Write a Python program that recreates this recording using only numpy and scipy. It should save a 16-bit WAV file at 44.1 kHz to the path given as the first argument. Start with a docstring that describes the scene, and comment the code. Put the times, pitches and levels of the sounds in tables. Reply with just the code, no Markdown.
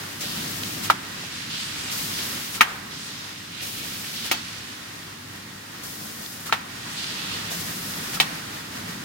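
"""Paper feeder and steel tray

A machine feeds five sheets into a steel tray, heard from a phone just above it. Paper rustles over
the rollers, an air jet hisses while each sheet runs out, and the mechanism clacks against its stop.
The steel rings and the workshop echoes. Underneath, rollers rumble, a fan rushes and a motor hums."""
import sys
import numpy as np
from scipy import signal
from scipy.fft import rfft, irfft, next_fast_len
from scipy.io import wavfile
from scipy.ndimage import uniform_filter1d

SR = 44100
rng = np.random.default_rng(int(sys.argv[2]) if len(sys.argv) > 2 else 0)


def dump(signal):
    """Clip the signal to [-1, 1] and save it as 16-bit WAV at the path in sys.argv[1]."""
    limited = np.clip(np.atleast_2d(signal).T, -1, 1)
    pcm = np.round(limited * 32767).astype(np.int16)
    wavfile.write(sys.argv[1], SR, pcm)


N = 398663
TIME = np.arange(N) / SR
VALVE_OPENS_S, VALVE_SHUTS_S = 0.708, 0.016  # how long before each clack
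MIC_LAG_SAMPLES = 26  # direct sound reaches the left microphone later


def gain(db):
    """Turn decibels into a number to multiply by."""
    return 10 ** (np.asarray(db) / 20)


def unit(x):
    """Scale a signal to an average (rms) size of 1."""
    return x / np.sqrt(np.mean(x ** 2))


def at_pitch(table, hz):
    """Read between the rows of a (pitch_hz, value) table."""
    pitches, values = np.transpose(table)
    return np.interp(np.log(np.maximum(hz, 1)), np.log(pitches), values)


def pan(left_db):
    """Two gains that make the left side left_db louder than the right."""
    return gain(np.array([[1], [-1]]) * left_db / 2)


def ramp(t, length_s):
    """Rise from 0 to 1 over length_s, then stay there."""
    return np.clip(t / max(length_s, .001), 0, 1)


def fade(t, fade_s):
    """Die away, losing 60 dB every fade_s."""
    return np.exp(-np.log(1000) * t / max(fade_s, .001))


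def swell(peak_s, width_s):
    """A smooth, bell-shaped rise and fall."""
    return np.exp(-((TIME - peak_s) / width_s) ** 2 / 2)


def wobble(rate_hz):
    """Glide between random values about 1 in size."""
    step = int(SR / rate_hz)
    held = np.repeat(rng.standard_normal(N // step + 1), step)
    return unit(uniform_filter1d(held, step)[:N])


# How much louder each pitch is on the left: pitch_hz, left_db
SIDE_BALANCE = [(100, 1), (330, -2), (700, 1.5), (1300, 0), (2800, -3.5), (4500, -2), (7500, 3),
                (14000, 3.5)]
def noise(tone, size=N, shared=0., lag=0, balance=True):
    """Stereo noise with a given tone: part reaches both microphones, part differs at each."""
    n = next_fast_len(size, True)
    hz = np.arange(n // 2 + 1) * SR / n
    white = rfft(rng.standard_normal((3, n)))
    bass = 1 / (1 + (hz / 330) ** 6)  # long waves reach both microphones alike
    share = np.clip(shared + (1 - shared) * bass, 0, 1)
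    direct = white[2] * np.exp(-2j * np.pi * np.outer([lag, 0], hz) / SR)
    both = np.sqrt(share) * direct + np.sqrt(1 - share) * white[:2]
    sides = pan(at_pitch(SIDE_BALANCE, hz) * balance)
    return unit(irfft(both * gain(at_pitch(tone, hz)) * sides, n)[:, :size])


# The feed that leads up to each clack:
# jet_db, jet_drop_db, jet_left_db, duct_db, valve_db, flick_db, latch_db, load_db, spit_db
SHEET_FEEDS = [(-35.5, 0.5, 5.3, -45, -42, -28.5, -37, 5.3, -30),
               (-29.5, 7.6, 1.5, -45.5, -28, -29.5, -37, 1.6, -30),
               (-33, 6.5, 1, -46.5, -34, -32, -42, 3.1, -36),
               (-36.5, 4, 2.5, -49.5, -44, -33, -28.5, 1.3, -38),
               (-32.5, 4.6, 1.5, -47, -33, -28, -27.5, 0.87, -30)]
def feeds():
    """Each feed's row, with the time of its clack in front."""
    return [(blow[0], *feed) for blow, feed in zip(BLOWS, SHEET_FEEDS)]


# Fan and rumble are louder where the phone is nearer: time_s, level_db
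BACKGROUND_LEVEL = [(0, -36.5), (1.3, -38), (2.3, -35.5), (3.3, -41), (4.4, -39.5), (5.75, -40.5),
                    (6.6, -39.5), (7.3, -35.5), (8.3, -34.5), (8.62, -36.5), (9.04, -34)]
def background_db():
    """The level that the fan and the rumble both follow."""
    return np.interp(TIME, *np.transpose(BACKGROUND_LEVEL))


# The rollers' deep tone: pitch_hz, level_db
RUMBLE_TONE = [(20, -32), (45, -15), (75, -11.5), (100, -3), (165, 0), (230, -1), (310, -4.5), (400, -11),
               (600, -35), (1200, -44)]
def roller_rumble(idle_db=-6, throb_db=0.83, take_up_s=0.19, let_go_s=0.16):
    """Rollers rumble all the time, and harder while they pull a sheet."""
    load_db = 0
    for clack_s, *_, extra_db, _ in feeds():
        taken_up = ramp(TIME - clack_s + VALVE_OPENS_S, take_up_s)
        let_go = ramp(TIME - clack_s + VALVE_SHUTS_S, let_go_s)
        load_db += extra_db * taken_up * (1 - let_go)
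    return noise(RUMBLE_TONE) * gain(background_db() + idle_db + load_db + throb_db * wobble(10))


# Swells of a low drone: peak_s, level_db, pitch_hz, width_s
DRONE_SWELLS = [(.72, -46.5, 175, 0.17), (6.12, -45.5, 215, .09), (7.7, -44, 170, 0.23),
                (8.22, -42, 168, 0.15), (8.9, -47, 170, .12)]
def drone():
    """A low drone comes and goes."""
    out = 0
    for peak_s, db, hz, width_s in DRONE_SWELLS:
        tone = [(hz / 4, -90), (hz / 1.45, -30), (hz, 0), (hz * 1.6, -30), (hz * 4, -90)]
        out += noise(tone) * gain(db) * swell(peak_s, width_s)
    return out


# The fan's rushing tone: pitch_hz, level_db
FAN_TONE = [(150, -28), (400, 1.5), (650, -1.5), (950, 2), (1400, 3.5), (1750, 2.5), (1880, 5), (2050, 1),
            (3000, -1), (4700, -2), (8000, -8), (16000, -13)]
def fan(flutter_db=1.04):
    """The fan pushes air with a slightly fluttering rush."""
    rush = noise(FAN_TONE, shared=0.16, lag=MIC_LAG_SAMPLES)
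    return rush * gain(background_db() + flutter_db * wobble(15))


# The motor's notes: pitch_hz, level_db
MOTOR_NOTES = [(50, -72), (100, -56), (301, -58.5), (1879, -60.5)]
def motor_hum(waver_db=2.0):
    """The motor hums a few pure notes that waver a little."""
    out = 0
    for hz, db in MOTOR_NOTES:
        level = gain(db + waver_db * wobble(5.7))
        out += level * unit(np.sin(2 * np.pi * hz * TIME + .5 * wobble(7.2)))
    return out


# The tone of sliding paper: pitch_hz, level_db
PAPER_TONE = [(300, -16), (800, -26), (1300, -4.5), (1900, -2.5), (2900, 0), (4000, -0.5), (5200, -2.5),
              (7500, -9.5), (11000, -16.5), (16000, -30)]
# Runs over the rollers: start_s, end_s, level_db, speed_up_s, drop_db, coast_db_per_s
PAPER_RUNS = [(-.3, 0.873, -37.5, 0.83, -0.5, 41), (0.963, 2.418, -36, 0.26, -2, 46),
              (2.893, 4.38, -43, 0.033, -8, 20), (6.648, 8.3, -31.5, 0.42, 12.5, 16)]
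# Rasps of tight paper: start_s, end_s, level_db, drop_db, pitch_hz
PAPER_RASPS = [(0.206, 0.447, -34, 5, 3540), (1.489, 1.62, -35, -3, 3520), (2.119, 2.21, -34.5, 0, 4000),
               (2.895, 3.25, -41.5, 1.5, 4200), (3.512, 3.85, -41, -1.5, 3000), (4.14, 4.336, -37, 0, 3740),
               (6.96, 7.117, -33, 1, 3700), (7.17, 7.402, -34, 3.5, 3300)]
def paper(idle_db=-50.5, grain_db=0.66, drag_db=1.0, rasp_rise_s=0.019, rasp_tail_s=0.068):
    """Fibres catch and slip on the rollers: a grainy rustle that rasps when the paper is tight."""
    power = gain(idle_db) ** 2
    for start_s, end_s, db, speed_up_s, drop_db, coast_db_per_s in PAPER_RUNS:
        sag_db = drop_db * ramp(TIME - start_s, end_s - start_s)
        coast_db = coast_db_per_s * np.maximum(TIME - end_s, 0)
        power += (ramp(TIME - start_s, speed_up_s) * gain(db - sag_db - coast_db)) ** 2
    rustle = noise(PAPER_TONE, shared=0.035, lag=MIC_LAG_SAMPLES) * np.sqrt(power)
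    t = np.arange(SR * 3 // 4) / SR
    for start_s, end_s, db, drop_db, hz in PAPER_RASPS:
        tone = [(hz / 6, -40), (hz / 2, -20), (hz * 0.8, 0), (hz * 1.32, 0), (hz * 2, -20), (hz * 4, -40)]
        grip = ramp(t, rasp_rise_s) * gain(db - drop_db * ramp(t, end_s - start_s))
        tail = np.exp(-np.maximum(start_s + t - end_s, 0) / rasp_tail_s)
        add(rustle, start_s, noise(tone, len(t)) * grip * tail)
    return rustle * gain(grain_db * wobble(500) + drag_db * wobble(22))


def add(out, start_s, sound):
    """Mix a sound in, beginning at start_s."""
    i = max(int(start_s * SR), 0)
    out[:, i:i + sound.shape[1]] += sound[:, :max(N - i, 0)]


# The tone of sheet on sheet: pitch_hz, level_db
SWISH_TONE = [(500, -25), (2000, -5), (4500, 0), (8000, 4), (11000, -5.5), (16000, -14)]
# Sheets skimming off the stack: peak_s, level_db, width_s
SKIMS = [(1.634, -37.5, 0.049), (1.835, -38.5, 0.056), (3.046, -42.5, 0.06), (6.995, -42, 0.1)]
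def swishes():
    """Sheet rubs on sheet with a bright hiss that swells and fades."""
    return noise(SWISH_TONE) * sum(gain(db) * swell(peak_s, width_s) for peak_s, db, width_s in SKIMS)


# Tones of the jet, its hollow duct, the sheet's flick and the first spit of air: pitch_hz, level_db
JET_TONE = [(200, -9), (600, -12), (1000, -6), (2000, -7), (3200, -1), (5200, 5.5), (7500, 2), (12000, 2.5),
            (15500, 2)]
DUCT_TONE = [(200, -16), (460, -1.5), (570, -6), (730, -1), (950, -3.5), (2500, -29), (6000, -45)]
FLICK_TONE = [(300, -5), (1400, 7), (4000, 8), (7000, 5), (16000, -1)]
SPIT_TONE = [(500, -6), (1500, 4), (3500, 6), (6500, 6), (10000, -7), (16000, -9)]
def air_jet(leak_db=-44, open_s=0.022, close_s=0.016, puff_db=5, puff_s=0.055, flutter_db=0.95):
    """A valve opens with a spit and a hollow puff; the hiss weakens as the pressure falls."""
    # a weak leak hisses until the first blast
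    flow = gain(leak_db) * pan(6) * (1 - ramp(TIME - BLOWS[0][0] + VALVE_OPENS_S, open_s))
    hollow, flick, spit = 0, 0, 0
    for clack_s, jet_db, drop_db, left_db, duct_db, _, flick_db, _, _, spit_db in feeds():
        on_s, off_s = clack_s - VALVE_OPENS_S, clack_s - VALVE_SHUTS_S
        age = np.clip(TIME - on_s, 0, off_s - on_s)
        valve = ramp(age, open_s) * np.clip((off_s - TIME) / close_s + .5, 0, 1)
        pressure = valve * gain(-drop_db * age / (off_s - on_s))
        flow += pressure * gain(jet_db) * pan(left_db)
        hollow += pressure * gain(duct_db + puff_db * np.exp(-age / puff_s))
        flick += gain(flick_db) * swell(clack_s - 0.051, 0.014)  # the sheet's tail crosses the jet
        spit_age = np.maximum(age - 0.014, 0)  # air spits just after the valve clicks
        spit += gain(spit_db) * valve * ramp(spit_age, .003) * fade(spit_age, .35)
    jet = noise(JET_TONE, shared=0.048, balance=False) * flow * gain(flutter_db * wobble(40))
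    duct = noise(DUCT_TONE, shared=0.91, lag=MIC_LAG_SAMPLES) * hollow * pan(4)
    return jet + duct + noise(FLICK_TONE) * flick + noise(SPIT_TONE) * spit


def contact_tone(hz):
    """The tone of a light touch, strongest around one pitch."""
    return [(hz / 8, -40), (hz / 2, -10), (hz, 0), (hz * 2, -20), (hz * 8, -40)]


# Stray ticks of paper edges and moving parts: start_s, level_db, pitch_hz, fade_s
STRAY_TICKS = [(0.232, -38, 500, 0.14), (0.634, -23, 3580, 0.027), (1.235, -39, 800, .09),
               (4.044, -29, 2300, 0.025), (6.262, -27.5, 4200, 0.015), (6.46, -38, 1500, 0.2),
               (6.856, -38, 1320, 0.2), (7.043, -24, 3500, .02), (7.51, -36.5, 650, 0.27),
               (7.937, -28, 3500, .02)]
def ticks(valve_hz=3180, valve_fade_s=0.068, valve_lead_s=.002):
    """Light touches ring briefly: stray ones, and the valve each time it opens."""
    out, t = np.zeros((2, N)), np.arange(SR // 5) / SR
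    valve_ticks = [(clack_s - VALVE_OPENS_S - valve_lead_s, valve_db, valve_hz, valve_fade_s)
                   for clack_s, _, _, _, _, valve_db, *_ in feeds()]
    for start_s, db, hz, fade_s in list(STRAY_TICKS) + valve_ticks:
        add(out, start_s, gain(db) * noise(contact_tone(hz), len(t)) * fade(t, fade_s))
    return out


def latch_squeak(pitch_hz=1326, lead_s=.026, slip_s=0.0036, scrape_db=-5):
    """A latch slips with a tiny, scratchy squeak just before each clack."""
    slip = sum(gain(db) * swell(clack_s - lead_s, slip_s) for clack_s, *_, db, _, _ in feeds())
    scrape = gain(scrape_db) * noise(contact_tone(pitch_hz))
    return slip * (np.sin(2 * np.pi * pitch_hz * TIME) + scrape)


# The notes of the steel frame and tray: pitch_hz, level_db, fade_s, left_db
STEEL_NOTES = [(617, -8, 0.041, 4.5), (680, -5, 0.043, 1.5), (777, -11, 0.1, 12), (905, 0, 0.052, 13.5),
               (1050, -10, 0.022, 7), (1236, 0.5, 0.044, 12.5), (1232, -5.5, 0.055, 6),
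               (1335, 0, 0.068, -2), (1695, -16, 0.057, 18), (1875, -3.5, 0.1, -6), (2163, -8.5, 0.099, 2),
               (2280, -6, 0.033, 27), (2423, -9, 0.059, -10), (2556, -4, 0.091, -9), (2800, -3, 0.04, -12),
               (3095, -5, 0.052, -4), (3050, -11.5, 0.055, 19), (3760, -4, 0.046, -9),
               (4006, -11, 0.05, -19), (4040, -18, 0.017, 20), (5440, -15, 0.081, 1)]
# Low notes swing opposite ways at the two microphones, middle ones together: pitch_hz, left_lead_rad
STEEL_PHASES = [(600, 3.5), (900, 2.5), (1220, -0.3), (2100, 0.5), (2700, 1.2), (3800, 1.8)]
def steel_ring(t, blow_tone, stretch, mistune=0.011, spread_rad=0.25, stagger_rad=1.32):
    """Struck steel rings with many notes, each a little behind the one before."""
    out = 0
    for k, (hz, db, fade_s, left_db) in enumerate(STEEL_NOTES):
        detune, skew = rng.standard_normal(2)
        phase = 2 * np.pi * hz * (1 + mistune * detune) * t - k * stagger_rad
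        lead = at_pitch(STEEL_PHASES, hz) / 2 + spread_rad * skew
        swing = np.sin([phase + lead, phase - lead])
        out += gain(db + at_pitch(blow_tone, hz)) * pan(left_db) * fade(t, fade_s * stretch) * swing
    return out


# Tones of a clack's ringing panels, thump, snap, high crack and room echo: pitch_hz, level_db
PANEL_TONE = [(200, -32), (520, -12.5), (800, 0), (1300, 2), (2600, 0.5), (4200, -5.5), (6000, -13),
              (9000, -21.5)]
THUMP_TONE = [(25, -24), (190, -1), (430, 0), (900, -17), (2500, -45)]
SNAP_TONE = [(400, -26), (1300, 0), (2600, 3), (3800, 5), (6000, -9), (12000, -31)]
CRACK_TONE = [(1000, -32), (4000, -13), (5600, 9.5), (7800, 3), (11000, 4.5), (16000, 1.5)]
ECHO_TONE = [(150, -12), (480, -7), (750, 1), (1250, 8), (2300, 2.5), (4000, -8), (9000, -47)]
# Blows against the stop: start_s, ring_low_db, ring_mid_db, ring_high_db, ring_top_db,
# ring_stretch (a multiplier), thump_db, crack_db, echo_db, bounce_s, snap_db
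BLOWS = [(0.8997, -3, 0.5, -18, -10.5, 0.61, -36, -26, -34, 0.003, -24),
         (2.6082, -8, -3.5, 0.5, -6.5, 0.8, -16.5, -17, -28, 0.0057, -12),
         (4.3131, -12, -23, -18, -12.5, 1.38, -27, -18.5, -40, 0.0057, -11),
         (6.5244, -9, -11, -13.5, -12.5, 0.92, -29, -31, -34, 0.0045, -18),
         (8.2002, -8.5, -18.5, -12.5, -4.5, 1.08, -29, -20.5, -34, .0026, -8)]
def clacks(steel_db=-8, panel_db=-4.5, bounce_db=-13):
    """Each blow snaps, thumps the body, rings frame and panels, bounces once and echoes in the room."""
    out, t = np.zeros((2, N)), np.arange(SR * 3 // 4) / SR
    for start_s, *ring_db, stretch, thump_db, crack_db, echo_db, bounce_s, snap_db in BLOWS:
        # no two blows land alike, so each favours different notes
        blow_tone = list(zip([726, 1170, 2020, 3350], ring_db))
        strength = np.sqrt(np.mean(gain(ring_db) ** 2))
        panel_tone = [(hz, db + at_pitch(blow_tone, hz)) for hz, db in PANEL_TONE]
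        panels = gain(panel_db) * strength * noise(panel_tone, len(t)) * fade(t, 0.12 * stretch)
        thump = gain(thump_db) * noise(THUMP_TONE, len(t)) * fade(t, 0.044)
        snap = gain(snap_db) * noise(SNAP_TONE, len(t)) * fade(t, 0.012)
        steel = gain(steel_db) * steel_ring(t, blow_tone, stretch)
        hit = (steel + panels + thump + snap) * (1 - np.exp(-t / 0.00043))
        crack = gain(crack_db) * noise(CRACK_TONE, len(t), balance=False) * pan(7)
        crack *= fade(t, 0.084) * (1 - np.exp(-t / 0.0017))
        echo = gain(echo_db) * noise(ECHO_TONE, len(t)) * fade(t, 0.92) * (1 - np.exp(-t / 0.0014))
        add(out, start_s, hit + crack + echo)
        add(out, start_s + bounce_s, gain(bounce_db) * hit)
    return out


def scene():
    """The whole feeder, from the background to the clacks."""
    background = roller_rumble() + drone() + fan() + motor_hum()
    return background + paper() + swishes() + air_jet() + ticks() + latch_squeak() + clacks()


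def record(dry, top_hz=15900):
    """The hardest clacks overload the phone, which also cuts the highest treble."""
    treble_cut = signal.ellip(10, .1, 70, top_hz, fs=SR, output="sos")
    return signal.sosfilt(treble_cut, np.clip(dry, -1, 1))


dry = scene()
out = record(dry)
dump(out)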